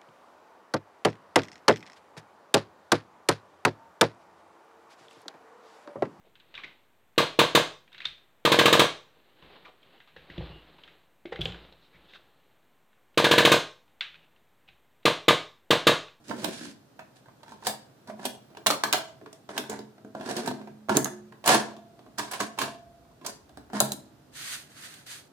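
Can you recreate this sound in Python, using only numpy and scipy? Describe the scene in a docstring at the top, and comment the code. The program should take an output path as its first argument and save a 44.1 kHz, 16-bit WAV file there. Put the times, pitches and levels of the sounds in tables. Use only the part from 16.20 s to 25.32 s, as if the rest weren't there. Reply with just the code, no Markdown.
"""Snaps, dull knocks and scrapes, close up: a hand pulls out a washing machine's soap drawer,
presses its buttons and turns its three knobs; at the end slippers scuff on the tiles.
Contacts are noise bursts that ring the modes of plastic fascia and steel cabinet or drawer; slides and
soles are shaped grains of noise. A small hard room answers, over quiet background noise and a low drone."""
import sys
import numpy as np
from scipy import signal
from scipy.fft import rfft, irfft, next_fast_len
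from scipy.io import wavfile
from scipy.ndimage import map_coordinates

SR = 44100
rng = np.random.default_rng(int(sys.argv[2]) if len(sys.argv) > 2 else 0)


def put_to_file(sound):
    """Save the sound as 16-bit audio at rate SR, in the file named by the first command-line argument."""
    columns = np.atleast_2d(sound).T  # one column per channel
    safe = np.clip(columns, -1, 1)
    whole_steps = np.round(safe * 32767)
    wavfile.write(sys.argv[1], SR, whole_steps.astype(np.int16))


N = 402191

# modes of the plastic front, before the struck spot favours some: f/Hz, level/dB, t60/s
FASCIA_MODES = [(612, -8, 0.064), (647.6, -7, 0.17), (718, 5, 0.028), (815, -5, 0.036), (923, 1.5, 0.033),
                (1024, -3.5, 0.048), (1060, -8.5, 0.04), (1140, 2, 0.015), (1353, 1.5, 0.028),
                (1560, 4, 0.032), (1690, 3, 0.031), (1940, -3.5, 0.016), (2340, -14.5, 0.019)]
# modes of the steel box, likewise: f/Hz, level/dB, t60/s
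CABINET_MODES = [(134.4, -5.5, 0.36), (165, -13.5, 0.038), (213.2, -4, 0.32), (254.2, -4.5, 0.15),
                 (293.8, -6, 0.14), (334.5, -6, 0.13), (373.2, -3, 0.082), (431.4, -3, 0.1)]
# modes of the soap drawer's box, likewise: f/Hz, level/dB, t60/s
DRAWER_MODES = [(121.4, -6, 0.28), (196, -2, 0.085), (240.7, 4, 0.125), (281, 1.5, 0.12), (309, 0, 0.1),
                (436, -8, 0.025)]
DRAWER_OUT = .6  # the drawer is left alone after this moment (s)
DRUM, TRAY, DIAL, TIMER = 214, 361, 652, 689  # pitches of long thin rings (Hz)
THROB = 27  # beat rate of the timer's ring (Hz)


def amp(db):
    """Gain of a level in dB."""
    return 10 ** (np.asarray(db) / 20)


def unit(x):
    """x at rms 1."""
    return x / np.sqrt(np.mean(x ** 2) + 1e-20)


def along(points, hz):
    """Values at hz, read from (Hz, value) points on a log frequency axis."""
    f, v = np.transpose(points)
    return np.interp(np.log(hz + 1), np.log(f + 1), v)


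def curves(rows):
    """One value per sample for each column after the time."""
    s, *cols = np.transpose(rows)
    return [np.interp(np.arange(N) / SR, s, c) for c in cols]


def wobble(rate):
    """A smooth random curve with rate knots a second."""
    knots = rng.standard_normal(int(N * rate / SR) + 4)
    return map_coordinates(knots, [np.arange(N) * rate / SR])


def filtered(x, response):
    """x times a complex response of frequency, with padding for the ringing."""
    n = x.shape[-1]
    m = next_fast_len(n + min(n // 2, 16384))
    return irfft(rfft(x, m) * response(np.fft.rfftfreq(m, 1 / SR)), m)[..., :n]


def resonance(f, hz, width):
    """Response of a causal resonance at hz with peak gain 1."""
    return 1j * f * width / (hz * hz - f * f + 1j * f * width)


def diffuse(pair, spectrum):
    """Colour two signals and blend them so that left and right agree in the bass and part in the treble."""
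    # diffuse sound at two microphones: f/Hz, left-right likeness (1 = identical)
    likeness = [(60, 0.98), (250, .8), (600, 0.36), (1400, 0.18), (3000, .02)]

    def blend(hz):
        turn = np.arccos(np.clip(along(likeness, hz), -1, 1)) / 2
        return amp(along(spectrum, hz)) * [np.cos(turn), np.sin(turn)]
    mid, side = filtered(pair, blend)
    return np.array([mid + side, mid - side])


def struck(modes, t, attack, scatter_db, octave_db):
    """A body to strike: modes near the struck spot's pitch ring most; each blow draws strengths and phases."""
    hz, db, t60 = np.transpose(modes)
    dying = amp(-60 * t / t60[:, None]) * np.exp(2j * np.pi * hz[:, None] * t)
    dying = dying * (1 - np.exp(-t / attack))

    def blow(centre_hz):
        """One blow at peak 1; modes lose octave_db for each octave from centre_hz."""
        draw = rng.standard_normal((2, len(hz)))
        mode_db = db + scatter_db * draw[0] - octave_db * np.abs(np.log2(hz / centre_hz))
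        x = np.imag((amp(mode_db) * np.exp(1j * draw[1])) @ dying)
        return x / np.max(np.abs(x))
    return blow


def stroke(start, swell, fade, db, swell_db, landing):
    """Samples and gain of a rubbing stroke: it lands, swells to a rounded top and fades."""
    FADE_DB, BEND = 28.5, 1.23  # depth of the fade; roundness of the top
    first, last = round(start * SR), min(N, round((start + swell + fade) * SR))
    t = np.arange(first, last) / SR - start - swell  # 0 at the top
    rising = swell_db * np.abs(t / swell) ** BEND
    falling = FADE_DB * np.abs(t / fade) ** BEND
    gain = amp(db - np.where(t < 0, rising, falling)) * np.clip((t + swell) / landing, 0, 1) ** 2
    return slice(first, first + len(t)), gain


def contacts():
    """Each contact is a rattling snap, a dull knock, the part's own ring and the modes of the bodies it hits."""
    # contacts of drawer, buttons, detents and fingers; the last is a tick of grit underfoot.
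    # Levels before panning: t/s, snap peak/dB, snap colour f/Hz, fascia re snap/dB,
    # fascia spot f/Hz, cabinet or drawer re snap/dB
    hits = [(0.0819, -36.5, 6500, -18, 587, -19), (0.0947, -35.5, 2850, -7, 552, 1),
            (0.111, -42, 3840, 14.5, 990, 10), (0.2434, -17, 3420, -6.5, 880, -12.5),
            (0.4109, -48.5, 3850, 6, 1590, 14.5), (.452, -41, 3000, -2.5, 1600, 1),
            (0.4703, -56.5, 3970, -12, 821, 21.5), (0.7915, -45, 2340, 8, 710, -4.5),
            (1.0577, -58, 4290, 7, 950, -12), (1.084, -64, 2310, 16.5, 923, -9),
            (1.2055, -67, 3000, 8, 940, -6), (1.2314, -43.5, 3900, -0.5, 940, -27),
            (1.261, -57, 3020, 6.5, 900, -3), (1.28, -46.5, 4000, -0.5, 953, -21),
            (1.292, -46.5, 5310, -10, 1030, -7), (1.319, -47.5, 4000, 7.5, 940, 0),
            (1.425, -50.5, 3740, 9.5, 961, -12), (1.4494, -32.5, 5160, -8, 955, -32),
            (1.468, -11.5, 3890, -4, 825, -25.5), (1.8733, -42.5, 4640, -5.5, 651, -4.5),
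            (1.8983, -41.5, 2340, 10.5, 687, -1.5), (1.9942, -46, 2690, 10, 917, 8.5),
            (2.0504, -25, 3225, -25, 616, -10), (2.0532, -18, 3420, -5.5, 665, -19.5),
            (2.3019, -58, 3610, 7.5, 647, 5), (2.3492, -48, 2460, 4.5, 670, -7),
            (2.37, -34.5, 2893, -1, 881, -9.5), (2.4621, -19.5, 3460, 2.5, 1205, -13),
            (2.4667, -3.5, 3300, -12.5, 1060, -29.5), (2.5025, -13, 3424, -0.5, 867, -13.5),
            (2.5075, -10.5, 4020, -10, 994, -28.5), (2.6361, -10.5, 4033, -3.5, 1140, -19.5),
            (2.7264, -7.5, 3274, -13.5, 1730, -28), (2.733, -11, 3280, -6.5, 1500, -23),
            (2.7426, -18, 3530, 0, 704, -17.5), (3.0131, -61, 2180, 15.5, 659, 19.5),
            (3.0603, -48, 2570, 10, 918, 5), (3.1284, -36, 6660, -9, 670, -15),
            (3.2899, -41, 3000, 10, 895, 3.5), (3.378, -15, 2260, -9, 895, -17.5),
            (3.497, -24, 7190, -9, 688, -11), (3.59, -36.5, 4480, -1, 670, 1), (3.78, -54, 3730, 6, 690, 5),
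            (3.8468, -56, 6340, 13, 675, 21), (3.9493, -44, 3660, 16.5, 640, 10),
            (3.9982, -44, 3000, 6.5, 500, 10), (4.0095, -38.5, 3050, 10, 641, -4),
            (4.0593, -35, 4000, -3.5, 800, -2.5), (4.0895, -26.5, 4000, 1, 773, -12.5),
            (4.11, -28.5, 4550, 0.5, 770, -5.5), (4.1655, -22.5, 4200, -9, 900, -18),
            (4.182, -31.5, 3980, 3, 700, -4), (4.2592, -27.5, 7480, -5.5, 1610, -20),
            (4.2748, -23.5, 3380, 2.5, 711, 0.5), (4.311, -38, 3780, 12, 700, 7.5),
            (4.4132, -48, 2270, 9.5, 656, -9.5), (4.473, -50.5, 4390, 12.5, 884, 10),
            (4.686, -43.5, 2300, 15.5, 646, 14.5), (4.6935, -25, 2260, 9.5, 947, -9),
            (4.6973, -27, 1704, 7, 953, 4.5), (4.748, -37, 3000, 9.5, 700, 7.5),
            (4.7701, -12, 6820, -13.5, 646, -25.5), (4.7745, -30.5, 3040, 12, 680, 0),
            (4.789, -35.5, 3000, 5.5, 600, 7.5), (4.845, -18.5, 6940, -20.5, 665, -15),
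            (4.857, -26.5, 3165, 4, 900, -7), (5.1225, -46, 2360, 3, 977, 0),
            (5.2407, -32.5, 2910, 2, 748, -19.5), (5.2597, -17, 6360, -5.5, 764, -17.5),
            (5.2754, -7.5, 2976, -6.5, 996, -16.5), (5.2976, -20.5, 3110, 1.5, 744, -9),
            (5.3436, -14, 3910, -3, 651, -3), (5.565, -44.5, 3900, -1, 683, -0.5),
            (5.791, -49.5, 3560, 3, 684, 2), (5.862, -56.5, 2790, 10.5, 656, 11),
            (5.9828, -22.5, 5540, -4.5, 1482, -13.5), (5.991, -24, 3490, -0.5, 1650, -9),
            (6.112, -24.5, 8600, -10, 1030, -38), (6.1331, -26, 2220, -5.5, 680, -28),
            (6.202, -22.5, 6270, 1.5, 1060, -9.5), (6.376, -39.5, 2510, 3, 900, 1),
            (6.3864, -19.5, 2357, -3, 940, -20), (6.4149, -19.5, 2930, -2, 1060, -8.5),
            (6.4229, -27.5, 3000, -7, 1060, -5), (6.849, -71, 3000, 11, 900, 1),
            (6.9118, -65, 4970, 6.5, 643, 9), (7.0123, -51, 2510, 1.5, 579, 7),
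            (7.0474, -34, 3950, -2.5, 668, -13.5), (7.062, -19, 5750, -18.5, 1060, -39.5),
            (7.293, -46.5, 3860, -4, 714, -9.5), (7.3721, -39, 4000, 4, 742, -1),
            (7.5001, -54.5, 2990, 11, 700, 9), (7.5323, -36.5, 2490, 9.5, 700, 9.5),
            (7.606, -8.5, 4470, -5, 715, -18.5), (7.611, -28, 3000, -1.5, 900, -5.5),
            (7.721, -21.5, 9170, -18, 740, -11), (8.74, -36.5, 3560, -31, 1594, -36)]
    # the part in hand from each time on: from t/s, cabinet or drawer spot f/Hz,
    # top re snap/dB (for a -26.5 dB snap), snap t60/s, snap rise/s, upper edge f/Hz (for a -24.5 dB snap),
    # mean right over left/dB, own ring f/Hz, its width/Hz, its level re fascia/dB, dull knock re fascia/dB
    parts = [(0, 248, -19.5, 0.02, 0.0012, 8000, 8.5, 990, 200, -11, -8.5),
             (.6, 217, 1, 0.028, 0.002, 6000, 3.5, 1390, 250, 0.5, -2),
             (.9, 217, -3.5, 0.034, 0.00044, 8000, 5, 923, 70.5, 0, -12),
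             (1.46, 220, -3.5, 0.05, 0.00058, 8030, 4, 720, 202.6, -6, -16),
             (1.7, 215, -2.5, 0.053, 0.00079, 7950, 4, 695, 120, -9, -10),
             (2.25, 416, -18, 0.028, 0.00058, 7900, 2.5, 1154, 204, -12, -1.5),
             (3.7, 253, -10.5, 0.028, 0.0014, 9000, 4.5, 750, 250, -17, -6.5),
             (4.6, 214, -17, 0.017, 0.00041, 11800, 4.5, 920, 100.5, -12.5, -1),
             (5.1, 304, -7.5, 0.028, 0.0012, 10000, 3.5, 1068, 80, -6, -14.5),
             (5.9, 340, -10, 0.036, 0.0035, 7900, 5, 1038, 70, -1.5, -8.5),
             (7.25, 325, 3, 0.023, 0.00056, 10000, 2.5, 688, 160, -9, -2)]
    TOP_PER_DB = 0.12  # dB of extra top for each dB of snap
    DULLER_PER_DB = 0.1  # octaves the upper edge drops for each dB softer
    out, t = np.zeros((2, N + SR)), np.arange(SR // 3) / SR
    short = t[:3072]
    fascia = struck(FASCIA_MODES, t, 0.00069, 2.8, 10.1)
    cabinet = struck(CABINET_MODES, t, 0.0026, 2.5, 8)
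    drawer = struck(DRAWER_MODES, t, 0.0051, 2.9, 13)
    for s, db, hz, fascia_db, fascia_hz, body_db in hits:
        part = [row for row in parts if row[0] <= s][-1]
        _, body_hz, top_db, t60, rise, sharp_hz, pan_db, own_hz, own_width, own_db, knock_db = part
        top_db += TOP_PER_DB * (db + 26.5)
        edge_hz = sharp_hz * 2 ** (DULLER_PER_DB * (db + 24.5))  # soft contacts are dull

        decay = amp(-60 * short / t60) + 0.39 * amp(-60 * short / 0.0015)
        burst = rng.standard_normal((3, len(short))) * decay * (1 - np.exp(-short / rise))
        burst = burst[0] + 2.54 * burst[1:]  # left and right face different sides of the part

        def snap_colour(f):
            body = 0.58 * (4000 / hz) ** 0.31 * resonance(f, 1700, 4800)
            peaks = body + resonance(f, hz, hz / 2) + amp(top_db) * resonance(f, 8400, 4100)
            return peaks * f / (f - 1500j) / (1 + 1j * f / edge_hz) / (1 + 1j * f / 11000)
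        snap = filtered(burst, snap_colour)
        knock = filtered(burst, lambda f: resonance(f, fascia_hz, 1.4 * fascia_hz) ** 2)
        own = filtered(burst[0], lambda f: resonance(f, own_hz, own_width))

        # on average louder on the right, with some scatter
        side = amp((pan_db / 2 + 0.63 * rng.standard_normal()) * np.array([[-1], [1]]))
        at = round(s * SR)
        brief, ringing = out[:, at:at + len(short)], out[:, at:at + len(t)]
        brief += amp(db) * side * snap / np.max(np.abs(snap))
        brief += amp(db + fascia_db + knock_db) * side ** 0.97 * knock / np.max(np.abs(knock))
        brief += amp(db + fascia_db + own_db) * side * own / np.max(np.abs(own))
        ringing += amp(db + fascia_db) * side ** 1.4 * fascia(fascia_hz)
        body = drawer if s < DRAWER_OUT else cabinet
        ringing += amp(db + body_db) * body(body_hz)
    return out[:, :N]


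def pawl():
    """A hard pawl clicks as a knob locks in: stiff little modes die within milliseconds."""
    # lock-in clicks: t/s, peak before panning/dB, left over right/dB, colour f/Hz
    locks = [(4.7696, -2.5, -4.5, 6380), (4.845, -15, -7, 6420), (7.603, -1, 0.5, 7370),
             (7.7198, -14.5, -3, 4160)]
    # modes of the pawl, before the click's colour favours some: f/Hz, level/dB, t60/s
    pawl_modes = [(3980, -1, 0.0097), (5240, -7, 0.0031), (6500, -1.5, 0.013), (7300, -2, 0.0056),
                  (8400, -9.5, 0.0049), (9940, -1, 0.0078), (12150, -1.5, .006), (13250, -2, 0.0067),
                  (14600, -6, .005)]
    out, t = np.zeros((2, N + SR)), np.arange(2048) / SR
    click = struck(pawl_modes, t, 0.000092, 4.6, 1.3)
    for s, db, pan, hz in locks:
        level = amp(db + np.array([[pan / 2], [-pan / 2]]))
        pair = [click(hz), click(hz)]  # drawn afresh for each side
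        out[:, round(s * SR):][:, :len(t)] += level * pair
    return out[:, :N]


def slides():
    """Stick-slip grains scrape in the treble and drive the modes of fascia and cabinet, or of the drawer."""
    # buttons and knobs sliding in their seats, levels at the top before panning: start t/s, swell/s,
    # fade/s, scrape/dB, fascia re scrape/dB, cabinet re scrape/dB
    rubs = [(.945, 0.016, 0.066, -60, -6, -10), (1.05, 0.041, 0.038, -83, 14, 9),
            (1.22, 0.095, 0.092, -58, 1, 0.5), (1.401, 0.068, 0.0047, -43.5, -8.5, -1),
            (1.86, 0.033, 0.038, -55, 11, 9.5), (1.961, 0.11, 0.0053, -45.5, 3, -6.5),
            (3.284, 0.016, 0.1, -51, 7, 4), (3.33, 0.041, 0.12, -45.5, 6, 4.5),
            (3.489, 0.0084, 0.13, -45.5, 8, 6.5), (3.941, 0.18, 0.051, -43.5, 4.5, 4.5),
            (4.084, .012, 0.053, -44, 0.5, -9), (4.162, 0.0094, 0.036, -49, -2, -5.5),
            (4.15, 0.017, 0.13, -40.5, 3, 6), (4.223, 0.058, 0.036, -42.5, 6.5, 7),
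            (4.33, 0.087, 0.2, -67, 4.5, 16.5), (4.688, 0.0079, 0.11, -41, 4.5, 7),
            (4.735, 0.03, 0.035, -37.5, 3, 10.5), (5.246, 0.049, 0.13, -19, 1.5, -6),
            (5.975, 0.0071, 0.13, -36.5, -4, -12), (6.099, 0.02, 0.14, -41, 2, -6.5),
            (6.192, 0.017, 0.07, -32, -3.5, -4.5), (6.368, 0.045, 0.14, -38, 0, -2.5),
            (7.013, 0.075, 0.061, -49, 3.5, 1.5), (7.522, 0.033, 0.11, -38, 6, -3),
            (7.602, 0.015, 0.17, -46, 0, 3)]
    # the drawer coming out, before panning: t/s, scrape level/dB, drawer box re scrape/dB
    pull = [(.04, -63, -23), (.1, -47.5, 11.5), (.14, -54.5, 16.5), (.21, -48.5, 3), (.238, -46.5, 13),
            (.26, -51.5, 16), (.33, -44.5, -4), (.39, -48, -5.5), (.45, -45, -2), (.475, -54, -3),
            (.53, -59.5, -8.5)]
    # colour of the scrape: f/Hz, relative level per Hz/dB
    scrape_colour = [(940, -17), (1600, 2), (1980, -5.5), (4420, -3.5), (6530, -7), (10300, -11),
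                     (15300, -38.5), (15900, -33.5), (16500, -105.5)]
    SWELL_DB, GRIP_S = 27.5, 0.0023  # how far a slide swells; how soon it takes hold (s)
    grains = amp(2.5 * wobble(260) + 0.96 * wobble(45)) * rng.standard_normal((3, N))

    def driven(table):
        """Response of a body's modes, alternating in sign."""
        return lambda f: sum((-1) ** k * amp(db) * resonance(f, hz, 5.77 / t60)
                             for k, (hz, db, t60) in enumerate(table))
    scrape = unit(filtered(grains[0] + 2.7 * grains[1:], lambda f: amp(along(scrape_colour, f))))
    fascia = unit(filtered(grains[0] + .5 * grains[1:], driven(FASCIA_MODES)))
    cabinet = unit(filtered(grains[0], driven(CABINET_MODES)))

    out = np.zeros((2, N))
    pulled = slice(round(pull[0][0] * SR), round(pull[-1][0] * SR))
    db, box_db = [curve[pulled] for curve in curves(pull)]
    box = unit(filtered(grains[0, pulled], driven(DRAWER_MODES)))
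    out[:, pulled] = amp(db) * (scrape[:, pulled] + amp(box_db) * box)
    for *when, fascia_db, cabinet_db in rubs:
        span, gain = stroke(*when, SWELL_DB, GRIP_S)
        bodies = amp(fascia_db) * fascia[:, span] + amp(cabinet_db) * cabinet[span]
        out[:, span] += gain * (scrape[:, span] + bodies)
    return out * amp([[-1.8], [1.8]])


def springs():
    """Thin sine rings hang on after some contacts; the timer's has a close partner and throbs."""
    # long rings, before panning and attack: t/s, f/Hz, level/dB, t60/s
    rings = [(1.897, DRUM, -42.5, 1), (2.467, DIAL, -57, 0.8), (2.726, DIAL, -44.5, 1.03),
             (4.276, DRUM, -38, 1.94), (4.72, DRUM, -35.5, 0.54), (4.755, DRUM, -27.5, 0.91),
             (4.899, TRAY, -39, 0.72), (5.3, TIMER, -41, 1.45), (5.346, DRUM, -32.5, 0.66),
             (5.985, DRUM, -68, 0.53), (5.985, TIMER, -52, 1.2), (6.203, TIMER, -41.5, 0.67),
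             (6.415, TIMER, -42, 1.32), (6.417, DRUM, -49.5, 1.16), (7.565, DRUM, -30, 0.22),
             (7.603, TIMER, -65, 2), (7.616, 137, -29.5, 0.35), (7.72, 255, -50, 1.04),
             (7.72, 315, -53, 1.36)]
    out, t = np.zeros(N + 2 * SR), np.arange(2 * SR) / SR
    for s, hz, db, t60 in rings:
        tone = np.sin(2 * np.pi * hz * t)
        if hz == TIMER:
            tone += .6 * np.sin(2 * np.pi * (hz - THROB) * t)
        out[round(s * SR):][:len(t)] += amp(db - 60 * t / t60) * tone * (1 - np.exp(-t / 0.0042))
    return out[:N] * amp([[-1], [1]])


def scuffs():
    """Soles drag over the tiles: fine grit, plus the hollow resonance of the slipper."""
    # drags, levels at the top before panning: start t/s, swell/s, fade/s, sole/dB, swell depth/dB,
    # landing/s, hollow re sole/dB
    drags = [(8.11, 0.22, .15, -35.5, 11, 0.0496, -9), (8.43, 0.22, 0.32, -45.5, 23.5, 0.049, -5),
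             (8.858, 0.063, 0.16, -40, 8, 0.0092, -9)]
    # colour of the grit: f/Hz, relative level per Hz/dB
    sole_colour = [(410, -25), (700, -12.5), (863, -16), (984, -9), (1200, -11), (1560, -11), (2020, -5),
                   (4490, -2.5), (5540, -8.5), (6570, -4), (7200, -9.5), (8310, -5), (14600, -16.5),
                   (16000, -34)]
    grit = amp(0.49 * wobble(300) + 1.3 * wobble(35)) * rng.standard_normal((2, N))
    sole = unit(diffuse(grit, sole_colour))
    hollow = unit(filtered(grit, lambda f: resonance(f, 1620, 887) ** 2))
    out = np.zeros((2, N))
    for *when, hollow_db in drags:
        span, gain = stroke(*when)
        out[:, span] += gain * (sole[:, span] + amp(hollow_db) * hollow[:, span])
    return out * amp([[-.8], [.8]])


def air():
    """Quiet background noise, slightly unsteady, and a low drone from far away, both diffuse."""
    # colour of the quiet background noise, band-limited near 15.5 kHz: f/Hz, relative level per Hz/dB
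    hush_colour = [(40, -41), (70, -17.5), (100, -1), (130, 4.5), (170, -2.5), (300, -2.5), (500, -9),
                   (680, -8), (1000, -14.5), (1500, -16), (2200, -23.5), (4000, -23.5), (10000, -31.5),
                   (15200, -32), (15800, -54)]
    # course of the drone, before its wobble and panning: t/s, level/dB
    drone_course = [(0, -73), (2.3, -78.5), (2.8, -71.5), (3.8, -83.5), (5.9, -72.5), (6.4, -68.5),
                    (7.7, -64), (9.12, -83)]
    # colour of the drone: f/Hz, relative level per Hz/dB
    drone_colour = [(20, -31.5), (35, -22), (55, 3.5), (80, -0.5), (120, -29), (300, -120)]
    hush_db = -58.5 + 0.42 * wobble(0.74) + 0.33 * wobble(0.47)
    hush = amp(hush_db) * unit(diffuse(rng.standard_normal((2, N)), hush_colour))
    drone_db = curves(drone_course)[0] + 2.7 * wobble(3.4)
    drone = amp(drone_db) * unit(diffuse(rng.standard_normal((2, N)), drone_colour))
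    return (hush + drone) * amp([[-.6], [.6]])


def room(x):
    """Hard walls: noise tails in which each frequency dies at its own speed, renewed every quarter second."""
    # decay of the tail: f/Hz, t60/s
    decay = [(125, 0.35), (500, 0.47), (2000, 0.36), (6000, 0.35), (14000, 0.23)]
    # colour of the echoes: f/Hz, level re direct energy/dB
    echo_colour = [(125, -1), (500, -1.5), (1200, -3), (2500, -0.5), (6000, -2.5), (14000, -1)]
    EARLY_DB, EARLY_T60 = -6.5, 0.13  # first echoes off near surfaces: dB re the tail's start, s
    DRIFT_S = .00007  # the echoes shift in time by about this much (s)
    step, out = SR // 4, np.zeros((2, N + 2 * SR))
    for at in range(0, N, step):
        hz, t, z = signal.stft(rng.standard_normal((2, SR * 3 // 4)), SR, nperseg=256)
        fall = amp(-60 * t / along(decay, hz)[:, None]) + amp(EARLY_DB - 60 * t / EARLY_T60)
        fall /= np.linalg.norm(fall, axis=1)[:, None]  # equal energy at every frequency
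        tail = signal.istft(z * fall, SR, nperseg=256)[1] / np.sqrt(128)
        wet = signal.fftconvolve(x[None, at:at + step], tail, axes=1)
        out[:, at + 200:at + 200 + wet.shape[1]] += wet  # the echoes begin 200 samples late
    # echoes waver slightly in time and level, so that no thin tones hang in the tail
    drift = np.arange(N) + DRIFT_S * SR * np.array([wobble(90), wobble(90)])
    out = np.array([map_coordinates(side, [when]) for side, when in zip(out, drift)])
    waver_db = 1.4 * np.array([wobble(70), wobble(70)])
    return diffuse(out * amp(waver_db), echo_colour)


def scene():
    """The machine, near and a little to the right, in its room, with the scuffs and background noise."""
    SMALL_HZ = 80  # the machine radiates little below this
    LAG = 6  # samples by which the left side hears the machine later
    machine = filtered(contacts() + slides(), lambda f: f / (f - 1j * SMALL_HZ))
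    clicks = pawl()
    near = machine + clicks
    direct = np.array([np.roll(near[0], LAG), near[1]])
    # the pawl's clicks stay dry: less of them goes into the room
    to_room = (machine + amp(-5.0) * clicks).mean(axis=0)
    return direct + room(to_room) + springs() + scuffs() + air()


def record(dry):
    """The microphones round off the highest peaks, lose the deep bass and keep nothing above a band limit."""
    CEILING, BASS_HZ, TOP_HZ = .85, 45, 16800  # full scale = 1; Hz; Hz
    rounded = dry / (1 + np.abs(dry / CEILING) ** 4) ** (1 / 4)
    return filtered(rounded, lambda hz: (hz / (hz - 1j * BASS_HZ)) ** 2 * (hz < TOP_HZ))


dry = scene()
out = record(dry)
put_to_file(out)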